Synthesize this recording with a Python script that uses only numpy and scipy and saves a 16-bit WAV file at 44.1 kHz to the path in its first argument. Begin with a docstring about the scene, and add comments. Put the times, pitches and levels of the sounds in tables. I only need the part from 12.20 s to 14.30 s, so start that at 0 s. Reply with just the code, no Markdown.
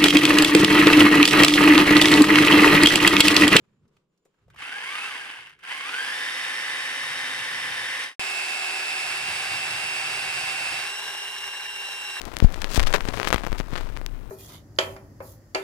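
"""A stylus is set down on a spinning record, heard straight from the pickup on the left channel.
Knocks are push-and-rebound humps with fading low sways; ticks and pops are tiny two-way flicks.
A bright slide and dusty crackle are crowds of random flicks; a stuttering scratch is a row of them.
Shaped noise makes the rumble and hiss. The right channel holds a thin leak and its own hiss."""
import sys
import numpy as np
from scipy import signal
from scipy.fft import rfft, irfft, next_fast_len
from scipy.io import wavfile

SR = 44100
rng = np.random.default_rng(int(sys.argv[2]) if len(sys.argv) > 2 else 0)


def master(y):
    """Save y as 16-bit WAV."""
    cut = np.clip(np.atleast_2d(y).T, -1, 1)
    pcm = np.round(cut * 32767)  # scale
    wavfile.write(sys.argv[1], SR, pcm.astype(np.int16))


N = 92610
T = np.arange(N) / SR  # time of each sample in seconds

# Steady surface noise. Each row: frequency in [Hz], relative level in [dB per Hz].
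HISS_COLOUR = [(100, -3.5), (250, 1), (500, -6.5), (1000, -14), (2000, -20.5), (4000, -39), (8000, -33.5),
               (16000, -32)]
# Bearing and warp rumble. Each row: frequency in [Hz], relative level in [dB per Hz].
RUMBLE_COLOUR = [(10, -27), (22, 3), (33, -5), (48, -8.5), (70, -17), (115, -17), (170, -28.5), (400, -40),
                 (2000, -82)]
# How the rumble swells and sinks. Each row: time in [s], change of level in [dB].
RUMBLE_SWELL = [(.2, -4), (.3, 1), (1.4, -1), (1.75, 2), (2.1, -2.5)]
# Strength of the fine dust. Each row: time in [s], level in [dB] before the grain levels.
DUST_LEVEL = [(0, -45), (.07, -42.5), (.31, -43.5), (.34, -40.5), (.49, -40.5), (.6, -32.5), (.65, -40),
              (.74, -33.5), (.8, -41), (.88, -36), (.91, -41), (.96, -34), (1.06, -37), (1.2, -39),
              (1.33, -45.5), (1.45, -47.5), (1.52, -43.5), (1.6, -39), (1.66, -45), (1.9, -51), (2.1, -54)]
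# Grain sizes of the crackle. Each row: width in [ms], grains in [per s], level against the dust
# in [dB], extra swing with the dust level as a [power].
DUST_GRAINS = [(.03, 950, -11, .4), (.08, 690, -4.5, 0.074), (0.208, 600, 2, 0.18)]
# Dusty patches the tip ploughs through. Each row: start in [s], length in [s], level in [dB],
# grain width in [ms].
DUST_PATCHES = [(0.06, 0.031, -34, 0.31), (0.225, 0.034, -40, 0.046), (0.663, 0.021, -28.5, 0.046),
                (0.735, 0.032, -24, 0.066), (0.938, .014, -37, 0.12), (1.075, 0.0049, -21.5, 0.087),
                (1.078, 0.015, -27.5, 0.018), (1.129, 0.025, -24.5, 0.082), (1.339, 0.032, -35, 0.17),
                (1.376, 0.031, -37, 0.04), (1.533, 0.0093, -30.5, 0.1), (1.553, 0.036, -30.5, 0.12)]
# Static ticks on the smooth rim. Each row: time in [s], level in [dB] before TICK_DB, width in [ms].
STATIC_TICKS = [(0.0167, -4.5, 0.029), (0.0541, -8.5, 0.02), (0.1391, -19.5, 0.069), (0.1682, -6, 0.059),
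                (0.1873, -9.5, 0.016), (0.2025, -8.5, 0.078), (0.324, -16.5, 0.023), (0.3435, -12.5, 0.062),
                (0.4443, -6, 0.071)]
# Pops and sharp clicks, on the rim and in the groove. Each row: time in [s], level in [dB] before
# POP_DB, width in [ms], rebound as a [share of the push].
SHARP_POPS = [(0.4185, -9.5, 0.042, 0.59), (0.4208, -9.5, 0.06, 0.5), (0.422, -12.5, 0.085, 0.65),
              (0.5472, -6, 0.022, 1.16), (0.5592, -7.5, 0.039, 1.2), (0.5652, -4.5, 0.053, 0.09),
              (0.574, -17, 0.015, 0.72), (0.5965, -1.5, 0.076, 0.8), (0.6025, -9.5, 0.075, 1.3),
              (0.6301, -12, 0.04, 0.9), (0.6312, -23, 0.094, 2.5), (0.6366, -8.5, 0.076, 0.61),
              (0.6702, -14.5, 0.085, 1.3), (0.6712, -14, 0.1, 1.5), (0.6726, -6, 0.061, 0.12),
              (0.6743, -14, 0.08, 0.98), (0.7281, -8.5, 0.065, 0.6), (0.7392, -2, 0.1, 0.56),
              (0.7411, -8, 0.13, 0.26), (0.743, -2.5, 0.15, 1.06), (0.7446, -6.5, 0.11, 1.12),
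              (0.8076, -11, 0.097, 0.6), (0.8537, -11, 0.14, 0.054), (0.8871, -14.5, 0.048, 1.5),
              (0.8902, -14, 0.051, 0.7), (0.938, -15.5, 0.13, 1.1), (0.9424, -14, 0.15, 0.55),
              (0.9741, -22, 0.091, 3.4), (0.9998, -8, 0.12, 1.25), (1.0157, -9, 0.12, 0.074),
              (1.031, -7.5, 0.097, 0.92), (1.046, -10.5, 0.09, 0.51), (1.049, -21, 0.1, 2.1),
              (1.0507, -7.5, 0.085, 0.6), (1.0735, -6, 0.12, 1.11), (1.0758, -9, 0.09, 0.27),
              (1.0857, -8.5, 0.066, 0.61), (1.1049, -7, 0.15, 0.32), (1.111, -17, 0.13, 1.4),
              (1.1282, 3.5, 0.12, 0.74), (1.1341, -8.5, 0.16, 0.69), (1.1356, -12, 0.089, 0.38),
              (1.1371, -8, 0.056, 0.1), (1.144, -4, 0.17, 1.02), (1.1607, -6, 0.13, 0.19),
              (1.1616, -16.5, 0.093, 1.5), (1.1812, -12.5, 0.11, 0.6), (1.236, -16, 0.17, 0.69),
              (1.2415, -17, 0.18, 1.2), (1.2503, -14, 0.14, 0.13), (1.2666, -14, 0.14, 1.33),
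              (1.2724, -15.5, 0.2, 1.25), (1.3195, -19, 0.21, 1.25), (1.329, -17, 0.15, 1.6),
              (1.3828, -15.5, 0.05, 0.3), (1.4018, -10, 0.16, 0.28), (1.4096, -17, 0.15, 1),
              (1.5559, -10.5, 0.12, 0.27), (1.5615, -15, 0.16, 0.8), (1.5783, -12, 0.096, 0.13),
              (1.61, -17, 0.17, 0.16), (1.7664, -21.5, 0.088, 1.5), (1.773, -18, 0.12, 0.7),
              (1.8148, -20, 0.26, 0.49), (1.8633, -2.5, 0.033, 0.21)]
# Knocks of the stylus on the disc. Each row: time in [s] where push turns to rebound, push in [dB],
# push length in [ms], rebound in [dB], rebound length in [ms].
STYLUS_KNOCKS = [(0.2257, -7.5, 1.6, -3.5, 8.8), (0.2479, 2.5, 4.04, 1, 12.6),
                 (0.578, -4.5, 1.02, -8.5, 8.3), (0.618, -18, 7.6, -9.5, 17.6),
                 (0.8875, -33, 1.2, -11, 2.36), (1.1437, -28, 1.6, -23, 2.2), (1.3290, -18.5, 2, -18.5, 15),
                 (1.4016, -17.5, 0.95, -15.5, 4.4), (1.5327, -17, 2.7, -22, 6)]
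# The tonearm sways and rings after a jolt. Each row: start in [s], starting level in [dB],
# frequency in [Hz], time to fall by 60 dB in [s].
ARM_SWAYS = [(.232, -3, 30, 0.068), (.260, -7.5, 20, 0.22), (0.583, -1, 33.5, 0.074), (.600, -25, 111, 0.5),
             (0.636, -9, 15.27, 0.69), (0.95, -30, 101, 0.31), (1.146, -9.5, 47, 0.065),
             (1.299, -17.5, 28, 0.63)]
# Colour of the pickup. Each row: frequency in [Hz], gain in [dB].
PICKUP_COLOUR = [(100, 6.5), (400, 1.5), (800, 0), (1600, 1.5), (3000, 1.5), (5000, 1), (8000, -1),
                 (12000, -1.5), (16000, -1)]
# Leak into the right channel, driven by the signal's slope. Each row: frequency in [Hz], gain in [dB].
LEAK_COLOUR = [(30, -10), (100, -28), (200, -37), (700, -36.5), (5600, -37), (16000, -36.5)]

HISS_DB, RUMBLE_DB, RIGHT_HISS_DB = -44.5, -30, -90
# Shape of one flick, as shares of its width; the rebound is slower than the push
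EDGE_SHARE, ROUND_SHARE, REBOUND_STRETCH = 0.31, 0.16, 1.534
GRIT, GRIT_HZ = 0.21, 6900  # depth of the chatter, and where its treble starts to fade
GRAIN_SPREAD_DB, GRAIN_REBOUND = 4.5, 0.63
PATCH_SPREAD_DB, PATCH_PER_S = 3.8, 1800
SLIDE_START_S, SLIDE_END_S = 0.49, 0.577
SLIDE_DB, SLIDE_RISE_DB = -23.5, 18  # level at the end, and the climb up to it
SLIDE_WIDTH_MS, SLIDE_PER_S, SLIDE_SPREAD_DB = 0.034, 5500, 7.0
SCRAPE_S, SLIP_COUNT, SLIP_HZ = 0.7460, 10, 569
SLIP_JITTER = 0.15  # unevenness, as a share of the gap between slips
SLIP_DB, SLIP_FALL_DB_PER_S, SLIP_SPREAD_DB = -9, 260, 2
SLIP_WIDTH_MS, SLIP_WIDTH_SPREAD_OCTAVES, SLIP_REBOUND = 0.15, 0.54, 0.69
TICK_DB, TICK_REBOUND, POP_DB = 1.5, 0.25, -0.5
PUSH_SKEW, REBOUND_SKEW = 0.97, 0.56  # below 1 moves a hump's peak nearer the turning point
COUPLING_HZ, CUTOFF_HZ = 2.7, 16200


def from_db(db):
    """Turn decibels into gain."""
    return 10 ** (np.asarray(db) / 20)


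def rms_one(x):
    """Scale a sound to an rms (average strength) of 1."""
    return x / np.sqrt(np.mean(x ** 2) + 1e-20)


def level(rows):
    """Draw a gain over time through points of seconds and dB."""
    return from_db(np.interp(T, *np.transpose(rows)))


def colour(x, points):
    """Filter a sound by a curve joining points of Hz and dB."""
    hz, db = np.transpose(points)
    size = next_fast_len(N + SR // 2)  # spare room keeps the end from wrapping to the start
    bins_hz = np.maximum(np.arange(size // 2 + 1) * SR / size, 1)
    gain = from_db(np.interp(np.log(bins_hz), np.log(hz), db))
    return irfft(rfft(x, size) * gain, size)[:N]


def add(out, s, pulse):
    """Mix in a pulse centred on time s, leaving out any part beyond the ends."""
    start = int(round(s * SR)) - len(pulse) // 2
    lo, hi = max(start, 0), min(start + len(pulse), N)
    if hi > lo:
        out[lo:hi] += pulse[lo - start:hi - start]


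def flick(width_ms, rebound, size=160):
    """A speck pushes the tip aside, then it snaps back the other way; wider specks are rounder."""
    ms = np.arange(-size, size + 1) * 1000 / SR
    side_width = np.where(ms < 0, width_ms, width_ms * REBOUND_STRETCH)
    u = np.abs(ms) / side_width
    bump = np.exp(-u) - np.exp(-u / EDGE_SHARE)
    push_and_rebound = np.where(ms < 0, -1, rebound) * bump / bump.max()
    # The tip rounds off the corners
    tip = np.exp(-.5 * (ms / (ROUND_SHARE * width_ms)) ** 2)
    return np.convolve(push_and_rebound, tip / tip.sum(), "same")


def grains(width_ms, per_s, spread_db):
    """Random specks of one width and uneven strength push the tip either way; rms is 1."""
    sizes = from_db(spread_db * np.minimum(rng.exponential(1, N), 3.5))
    present = rng.random(N) < per_s / SR
    hits = present * sizes * rng.choice([-1, 1], N)
    return rms_one(signal.fftconvolve(hits, flick(width_ms, GRAIN_REBOUND), "same"))


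def gritty(x):
    """The tip chatters while it is deflected: noise roughens the strength of the sound."""
    lowpass = signal.butter(1, GRIT_HZ, fs=SR, output="sos")
    chatter = rms_one(signal.sosfilt(lowpass, rng.standard_normal(N)))
    return x * (1 + GRIT * chatter)


def background():
    """Surface hiss and turntable rumble are random noise with two different colours."""
    hiss = from_db(HISS_DB) * rms_one(colour(rng.standard_normal(N), HISS_COLOUR))
    rumble = rms_one(colour(rng.standard_normal(N), RUMBLE_COLOUR))
    return hiss + from_db(RUMBLE_DB) * level(RUMBLE_SWELL) * rumble


def crackle():
    """Fine dust flicks the tip all along, duller where it thins out, thicker in patches."""
    out = np.zeros(N)
    dust = level(DUST_LEVEL)
    for width_ms, per_s, db, follow in DUST_GRAINS:
        extra_swing = (dust / dust.mean()) ** follow
        out += from_db(db) * dust * extra_swing * grains(width_ms, per_s, GRAIN_SPREAD_DB)
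    for s, length, db, width_ms in DUST_PATCHES:
        progress = np.clip((T - s) / length, 0, 1)
        swell = np.sqrt(np.abs(np.sin(np.pi * progress)))
        out += from_db(db) * swell * grains(width_ms, PATCH_PER_S, PATCH_SPREAD_DB)
    return out


def scrape():
    """A scratch drags the tip: it sticks and slips at an uneven rate, with a fading trend."""
    out = np.zeros(N)
    for k, (shift, strength, width) in enumerate(rng.standard_normal((SLIP_COUNT, 3))):
        age = (k + SLIP_JITTER * shift) / SLIP_HZ
        gain = from_db(SLIP_DB - SLIP_FALL_DB_PER_S * age + SLIP_SPREAD_DB * strength)
        width_ms = SLIP_WIDTH_MS * 2 ** (SLIP_WIDTH_SPREAD_OCTAVES * width)
        add(out, SCRAPE_S + age, gain * flick(width_ms, SLIP_REBOUND))
    return out


def clicks():
    """Static ticks lean mostly to one side, at random; pops push and rebound by varying shares."""
    out = np.zeros(N)
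    signs = rng.choice([-1, 1], len(STATIC_TICKS))
    for (s, db, width_ms), sign in zip(STATIC_TICKS, signs):
        add(out, s, sign * from_db(db + TICK_DB) * flick(width_ms, TICK_REBOUND))
    for s, db, width_ms, rebound in SHARP_POPS:
        add(out, s, from_db(db + POP_DB) * flick(width_ms, rebound))
    return out


def slide():
    """The tip skates over the rim through dense specks, louder until the groove catches it."""
    progress = np.clip((T - SLIDE_START_S) / (SLIDE_END_S - SLIDE_START_S), 0, 1)
    sliding = (progress > 0) * (progress < 1)
    swell = from_db(SLIDE_DB - SLIDE_RISE_DB * (1 - progress)) * sliding
    return swell * grains(SLIDE_WIDTH_MS, SLIDE_PER_S, SLIDE_SPREAD_DB)


def lobe(s, ms, skew):
    """One smooth hump of movement, starting at time s, or ending there if its length is negative."""
    return np.sin(np.pi * np.clip((T - s) * 1000 / ms, 0, 1) ** skew)


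def thumps():
    """Each knock bends the cantilever and lets it spring back; jolts set the arm swaying."""
    out = np.zeros(N)
    for s, push_db, push_ms, rebound_db, rebound_ms in STYLUS_KNOCKS:
        push = from_db(push_db) * lobe(s, -push_ms, PUSH_SKEW) ** 2
        rebound = from_db(rebound_db) * lobe(s, rebound_ms, REBOUND_SKEW)
        out += rebound - push
    for s, db, hz, t60 in ARM_SWAYS:
        age = np.maximum(T - s, 0)
        fade = np.exp(-np.log(1000) * age / t60)
        out -= from_db(db) * fade * np.sin(2 * np.pi * hz * age)
    # Very slow movement is weakened
    coupling = signal.butter(1, COUPLING_HZ, "high", fs=SR, output="sos")
    return signal.sosfilt(coupling, out)


def scene():
    """Everything reaches the left channel; the right holds only a thin leak and its own hiss."""
    tip_sounds = gritty(clicks() + crackle() + slide() + scrape())
    left = colour(tip_sounds, PICKUP_COLOUR) + thumps() + background()
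    # A capacitive leak follows how fast the left signal changes
    slope = np.diff(left, prepend=left[0])
    right_hiss = from_db(RIGHT_HISS_DB) * rng.standard_normal(N)
    return np.array([left, colour(slope, LEAK_COLOUR) + right_hiss])


def record(dry):
    """The input clips at full scale, then the top of the treble is cut."""
    lowpass = signal.butter(14, CUTOFF_HZ, fs=SR, output="sos")
    return signal.sosfiltfilt(lowpass, np.clip(dry, -1, 1))


dry = scene()
out = record(dry)
master(out)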